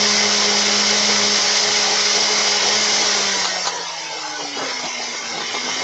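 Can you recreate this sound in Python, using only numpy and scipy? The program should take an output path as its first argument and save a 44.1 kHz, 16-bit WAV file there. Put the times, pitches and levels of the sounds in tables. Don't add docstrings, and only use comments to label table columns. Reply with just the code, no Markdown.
import sys
import numpy as np
from scipy import signal
from scipy.fft import rfft, irfft
from scipy.io import wavfile
from scipy.ndimage import uniform_filter1d, map_coordinates

SR = 44100
rng = np.random.default_rng(int(sys.argv[2]) if len(sys.argv) > 2 else 0)


def unload_audio(sound):
    columns = np.transpose(np.atleast_2d(sound))
    steps = np.round(np.clip(columns, -1, 1) * 32767)
    wavfile.write(sys.argv[1], SR, steps.astype(np.int16))


N = 257103
TIME, FREQ = np.arange(N) / SR, np.arange(N // 2 + 1) * SR / N
CRUISE_HZ = 207.5


def undb(db):
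    return 10 ** (np.asarray(db) / 20)


def unit(x):
    return x / np.sqrt(np.mean(x ** 2))


def curve(table):
    return np.interp(TIME, *np.transpose(table))


def walk(rate):
    knots = rng.standard_normal(4096)
    jagged = np.interp(TIME * rate, np.arange(len(knots)), knots)
    return unit(uniform_filter1d(jagged, max(int(SR / rate / 2), 1)))


def level(drive, db, per_octave_db, off_load_db):
    speed, load = drive
    return undb(db + per_octave_db * np.log2(speed) + off_load_db * (1 - load))


def resonance(hz, width, at=FREQ):
    return 1j * at * width / (hz ** 2 - at ** 2 + 1j * at * width)


def radiate(force, colour, body):
    hz, db = np.transpose(colour)
    gain = undb(np.interp(np.log(FREQ + 1), np.log(hz), db))
    roll_off = np.minimum(1, hz[-1] / (FREQ + 1)) ** 2 * np.minimum(1, FREQ / hz[0]) ** 2
    return unit(irfft(rfft(force) * gain * roll_off * body, N))


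def impacts(rate, spread_db):
    happens = rng.random(N) < rate / SR
    return unit(happens * rng.standard_normal(N) * undb(spread_db * rng.standard_normal(N)))


def ringing(modes, rate):
    response = sum(undb(db) * np.abs(resonance(hz, width)) ** 2 for hz, width, db in modes)
    return unit(irfft(rfft(impacts(rate, spread_db=1.5)) * response, N))


def tones(cycles, orders, flutter_db, flutter_rate, slip):
    total = 0
    for order, db in orders:
        phase = 2 * np.pi * (order * cycles + rng.random()) + slip * walk(flutter_rate)
        total = total + undb(db + flutter_db * walk(flutter_rate)) * np.sin(phase)
    return unit(total)


def gears(teeth, drive, drone_db, casing, flare_s=(3.1, 3.76), flare_db=4.4, fade_s=0.17):
    # (pitch [Hz], width [Hz], gain [dB])
    panels = [(285, 22, -29), (404.6, 18.6, -29)]
    # (multiple of the tooth rate, relative level [dB])
    upper_orders = [(3, -13), (4, -7.5), (5, -7), (6, -14.5), (7, -8.5), (8, -9.5), (10, -4)]
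    speed, _ = drive
    mesh = tones(teeth, [(1, 0)], flutter_db=0.94, flutter_rate=23, slip=0.054) * undb(drone_db)
    octave = tones(teeth, [(2, 0)], flutter_db=3.0, flutter_rate=45, slip=0.16)
    octave_hz = 2 * CRUISE_HZ * speed
    panel_gain = np.abs(sum(undb(db) * resonance(hz, width, octave_hz) for hz, width, db in panels))
    upper = tones(teeth, upper_orders, flutter_db=5, flutter_rate=30, slip=0.09)
    upper = unit(irfft(rfft(upper) * casing, N))
    start, end = flare_s
    flare = undb(flare_db * np.clip(.5 + np.minimum(TIME - start, end - TIME) / fade_s, 0, 1))
    return (mesh * level(drive, db=-29.0, per_octave_db=34.0, off_load_db=-2.5)
            + octave * panel_gain * level(drive, db=-1.06, per_octave_db=-2.5, off_load_db=-9.5)
            + upper * flare * level(drive, db=-33.0, per_octave_db=10.5, off_load_db=-4.0))


def engine(teeth, drive, drone_db, firings_per_tooth=.2905, drone_share=0.47, boom_db=17):
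    # (multiple of the firing rate, relative level [dB])
    orders = [(1, -11), (2, 2), (3, -2.5), (5, -1)]
    gain = level(drive, db=-44.5, per_octave_db=28.0, off_load_db=-10.5) * undb(drone_share * drone_db)
    drone = tones(teeth * firings_per_tooth, orders, flutter_db=2.5, flutter_rate=28, slip=.12) * gain
    boom = undb(boom_db * np.abs(resonance(hz=48, width=7)) ** 2)
    return irfft(rfft(drone) * boom, N)


def alternator(teeth, drive, turns_per_tooth=.3475):
    # (multiple of the shaft rate, relative level [dB])
    hum_orders = [(8, -3), (9, -6.5), (10, -16.5), (12, -11.5)]
    whistle_orders = [(15, -11), (16, 0), (17, -19), (28, -19), (29, -17)]
    # (time [s], level [dB])
    whistle_level = [(3.5, -62), (3.68, -30.5), (3.8, -35.5), (3.935, -33), (3.965, -48), (4.01, -33.5),
                     (4.075, -39), (4.155, -33.5), (4.195, -41), (4.245, -29), (4.32, -34.5), (4.46, -37),
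                     (4.56, -52), (4.8, -66)]
    shaft_turns = teeth * turns_per_tooth
    hum = tones(shaft_turns, hum_orders, flutter_db=0, flutter_rate=27, slip=0.15)
    whistle = tones(shaft_turns, whistle_orders, flutter_db=2.8, flutter_rate=55, slip=.5)
    return (hum * level(drive, db=-35.0, per_octave_db=18.0, off_load_db=-26)
            + whistle * undb(curve(whistle_level)))


def running_noise(teeth, drive, casing):
    # (frequency [Hz], relative level [dB])
    churn_colour = [(25, -33.5), (60, -38), (100, -13.5), (165, -10), (250, -8.5), (330, -1.5), (450, -0.5),
                    (650, -3), (850, 1), (1100, -6.5), (1350, -11.5), (1700, -10), (3000, -33)]
    grind_colour = [(600, -15), (1200, -2), (1650, -4), (1850, 1.5), (2250, -2.5), (2450, -2), (2800, -6.5),
                    (3000, -1), (3400, -6.5), (4200, -5), (6000, -32)]
    hiss_colour = [(2000, -17.5), (3300, -7.5), (3800, -7), (4500, -4), (4900, -2), (5450, -2),
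                   (6000, -1.5), (6500, -5.5), (6950, -11), (7400, -14), (7800, -23), (8300, -45.5)]
    spin_colour = [(1500, -18), (2700, -6.5), (4000, -1.5), (4800, 3), (6100, 5.5), (6700, -6.5),
                   (7300, -4.5), (7800, -19), (8300, -34.5)]
    tooth_pulse = undb(2.6 * np.cos(2 * np.pi * teeth))
    lumps = impacts(rate=3500, spread_db=2.5) * tooth_pulse * undb(2.4 * walk(22))
    churn = radiate(lumps, churn_colour, casing)
    grind = radiate(impacts(rate=9000, spread_db=1.5) * undb(0.83 * walk(45)), grind_colour, casing)
    hiss = radiate(rng.standard_normal(N) * undb(0.56 * walk(70)), hiss_colour, casing)
    spin = radiate(impacts(rate=5200, spread_db=3.5) * undb(0.57 * walk(25)), spin_colour, body=1)
    return (churn * level(drive, db=-29.5, per_octave_db=6, off_load_db=-6.5)
            + grind * level(drive, db=-25.0, per_octave_db=4.5, off_load_db=-6.5)
            + hiss * level(drive, db=-19, per_octave_db=9.0, off_load_db=-10.0)
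            + spin * level(drive, db=-33.5, per_octave_db=6.5, off_load_db=1.5))


def housing(drive):
    # (pitch [Hz], width [Hz], relative level [dB])
    main_modes = [(2135, 120, 0)]
    loaded_modes = [(2040, 85, 0), (2225, 85, -1.5)]
    bracket_hz, bracket_width_hz = 986, 20
    loaded = ringing(loaded_modes, rate=1500) * undb(2 * walk(60))
    main = ringing(main_modes, rate=4000)
    bracket = ringing([(bracket_hz, bracket_width_hz, 0)], rate=3300)
    return (main * level(drive, db=-33, per_octave_db=-5.5, off_load_db=-14)
            + loaded * level(drive, db=-34.0, per_octave_db=11, off_load_db=-19.5)
            + bracket * level(drive, db=-44.0, per_octave_db=-5.0, off_load_db=-7.5))


def bearing(drive, wander=.007):
    # (pitch [Hz], width [Hz], relative level [dB])
    modes = [(4885, 100, 0), (5100, 150, -2), (5410, 110, -1), (5550, 100, -2)]
    position = np.cumsum(1 + wander * walk(18))
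    rasp = map_coordinates(ringing(modes, rate=8100), [position], order=3, mode="mirror")
    return rasp * level(drive, db=-25.2, per_octave_db=4.5, off_load_db=-22.5)


def underbody(x, t60, echo_db):
    echoes = rng.standard_normal(N) * undb(-60 * TIME / t60) * (TIME > .003)
    echoes = undb(echo_db) * echoes / np.sqrt(np.sum(echoes ** 2))
    return (x + signal.fftconvolve(x, echoes)[:N]) / np.sqrt(1 + undb(2 * echo_db))


def patchy(x, spread, width_hz, rate):
    hz, times, frames = signal.stft(x, SR, nperseg=1024)
    spread_db = np.interp(times, *np.transpose(spread))
    band = np.broadcast_to(hz[:, None] / width_hz, frames.shape)
    moment = times * rate + 2 * np.sin(band)
    chance = map_coordinates(rng.standard_normal((512, 256)), [band, moment], order=3, mode="mirror")
    gain = undb(spread_db * np.minimum(chance, np.sqrt(2)))
    gain = gain / np.sqrt(np.mean(gain ** 2, axis=0))
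    return signal.istft(frames * gain, SR, nperseg=1024)[1][:N]


def patchy_noise(x, treble_hz=2500):
    # (time [s], spread [dB])
    overall_spread = [(1.3, .8), (1.45, 2.3), (3.2, 2.3), (3.5, 5.2), (5.3, 5), (5.83, 3.2)]
    treble_spread = [(3.2, .8), (3.7, 3.4), (5.3, 3.3), (5.83, 1.8)]
    x = patchy(x, overall_spread, width_hz=95, rate=13)
    treble = irfft(rfft(x) * (FREQ > treble_hz), N)
    return x - treble + patchy(treble, treble_spread, width_hz=170, rate=38)


def rattles(drive, casing):
    # (middle time [s], length [s], low clatter [dB], bright chatter [dB])
    bursts = [(0.943, 0.031, -25.5, -58), (1.1, 0.021, -28.5, -49.5), (3.575, 0.04, -33, -35),
              (3.904, 0.02, -34.5, -43), (4.427, 0.046, -29.5, -36), (4.613, 0.067, -29, -37),
              (4.698, 0.036, -32.5, -38.5), (4.853, 0.03, -33, -28.5), (5.008, 0.042, -34, -49),
              (5.387, 0.067, -29, -34.5), (5.556, 0.033, -34, -31), (5.683, 0.075, -29, -32.5),
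              (5.81, 0.054, -31.5, -37)]
    # (frequency [Hz], relative level [dB])
    clatter_colour = [(100, -44), (170, 0), (280, -6), (430, 4), (600, 1), (820, -1), (1000, -7),
                      (1200, 0.5), (1550, -9.5), (3000, -22.5)]
    chatter_colour = [(700, -5), (1300, -3.5), (2500, -2), (3400, 3.5), (4700, -9), (6500, -3), (8000, -37)]
    clatter_gain = 0
    chatter_gain = level(drive, db=-38, per_octave_db=2.5, off_load_db=-7) * undb(2 * walk(30))
    for middle, length, clatter_db, chatter_db in bursts:
        swell = np.exp(-2 * ((TIME - middle) / length) ** 2)
        clatter_gain = clatter_gain + swell * undb(clatter_db)
        chatter_gain = np.hypot(chatter_gain, swell * undb(chatter_db))
    clatter = radiate(impacts(rate=1100, spread_db=2), clatter_colour, casing)
    chatter = radiate(impacts(rate=7100, spread_db=0.5), chatter_colour, casing)
    return clatter_gain * clatter + chatter_gain * chatter


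def knocks(casing, attack_s=0.00034, crack_t60_s=0.094, contact_s=.002, pivot_hz=700, scatter=0.04):
    # (time [s], crack [dB], ring [dB], ring's tilt [dB per octave])
    hits = [(3.444, -20.5, -31.5, 8), (3.451, -20.5, -26, 6), (3.654, -20, -32, 7), (3.670, -18, -23, 4),
            (3.679, -34, -32, 3), (3.729, -35, -30, 0), (4.568, -48, -27, -12), (4.592, -37, -27, 2),
            (4.603, -42, -31, -5), (4.626, -40, -26.5, -10), (4.653, -39, -35, -2), (4.715, -44, -32, -1),
            (4.793, -28, -33.5, 6), (4.855, -28, -34, 3), (4.998, -50, -34, -9), (5.144, -42, -30.5, -9),
            (5.379, -33, -34, -1), (5.402, -30, -31, 3), (5.416, -38, -32, -7), (5.541, -27.5, -24, -2),
            (5.549, -33, -27, 1), (5.566, -36, -26, 2), (5.685, -32, -30, 2), (5.696, -39, -30, -1),
            (5.761, -37, -31, -6), (5.815, -36, -27.5, -6)]
    # (pitch [Hz], time to fade by 60 dB [s], relative level [dB])
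    modes = [(305, 0.024, -4), (418, 0.051, -1.5), (503, .045, -2.5), (640, 0.015, -1), (740, .035, -3.5),
             (828, 0.077, 2), (996, .075, 1), (1114, 0.037, 0), (1230, .035, -5), (1560, .04, -13)]
    # (frequency [Hz], relative level [dB])
    crack_colour = [(200, -41), (500, -11), (900, -0.5), (1250, 4.5), (1700, -2.5), (2500, -2), (3500, 2),
                    (4700, 7), (5500, -8), (6700, 6), (8000, -29)]
    crack_gain, ring = np.zeros(N), np.zeros(N)
    for start, crack_db, ring_db, tilt_db in hits:
        span = (TIME >= start) & (TIME < start + 2 * crack_t60_s)
        age = TIME[span] - start
        onset = np.minimum(age / attack_s, 1)
        crack_gain[span] += onset * undb(crack_db - 60 * age / crack_t60_s)
        push = np.minimum(age / contact_s, 1)
        for hz, t60, db in modes:
            size = undb(ring_db + db + tilt_db * np.log2(hz / pivot_hz))
            cycles = hz * (1 + scatter * rng.standard_normal()) * age + rng.random()
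            ring[span] += push * size * undb(-60 * age / t60) * np.sin(2 * np.pi * cycles)
    bass_cut = signal.butter(4, 260, "high", fs=SR, output="sos")
    crack = crack_gain * radiate(rng.standard_normal(N), crack_colour, casing)
    return crack + signal.sosfilt(bass_cut, ring)


def scene():
    # (time [s], tooth rate [Hz])
    tooth_rate = [(0, 208), (.7, 205.7), (1.05, 208.8), (1.25, 206), (1.5, 208.7), (1.85, 208), (2, 205.5),
                  (2.3, 211.3), (2.55, 206.1), (2.8, 212.4), (3.15, 205.8), (3.8, 172.8), (4.1, 159.6),
                  (4.4, 148.6), (4.8, 124.7), (5.25, 116.2), (5.5, 118.3), (5.83, 131.5)]
    # (time [s], load [0-1])
    tooth_load = [(0, 0.99), (.7, 1), (.92, 1), (1.45, 1), (1.7, 0.96), (2.58, 0.96), (2.95, 1),
                  (3.38, 0.78), (3.66, 0.37), (3.8, 0), (4.15, 0.15), (4.43, 0), (4.56, 0.33), (4.72, 0.65),
                  (5.1, 0.58), (5.33, 0.45), (5.83, 0.88)]
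    # (time [s], relative level [dB])
    drone_level = [(0, -2), (1.31, -2), (1.42, -11), (2.1, -11), (2.35, -10.5), (2.6, -12.5), (2.8, -7),
                   (3.05, -10.5), (3.3, -7.5), (3.8, -10.5), (4.05, -12.5), (4.7, -8), (5.45, -3),
                   (5.62, -2.5), (5.83, -4)]
    # (frequency [Hz], width [Hz], lift [dB])
    casing_modes = [(427, 46, 5.5), (602, 160, 4.5), (818, 160, 4), (971, 33, 4), (1168, 60, 4),
                    (1512, 82, 6), (1645, 70, -2.5), (2510, 90, -2.5), (2700, 70, 3), (2806, 83, -7),
                    (2923, 160, 4), (3170, 60, 1.5), (3700, 70, 3)]
    tooth_hz, drone_db = curve(tooth_rate), curve(drone_level)
    drive = tooth_hz / CRUISE_HZ, curve(tooth_load)
    teeth = np.cumsum(tooth_hz) / SR
    casing = undb(sum(db * np.abs(resonance(hz, width)) ** 2 for hz, width, db in casing_modes))
    tonal = gears(teeth, drive, drone_db, casing) + engine(teeth, drive, drone_db)
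    tonal += alternator(teeth, drive)
    noise = running_noise(teeth, drive, casing) + rattles(drive, casing)
    noise = underbody(noise, t60=0.034, echo_db=-15.5)
    sound = tonal + housing(drive) + patchy_noise(noise + bearing(drive)) + knocks(casing)
    return np.array([sound, sound])


def record(dry):
    return signal.sosfilt(signal.ellip(10, .2, 80, 8200, fs=SR, output="sos"), dry)


dry = scene()
out = record(dry)
unload_audio(out)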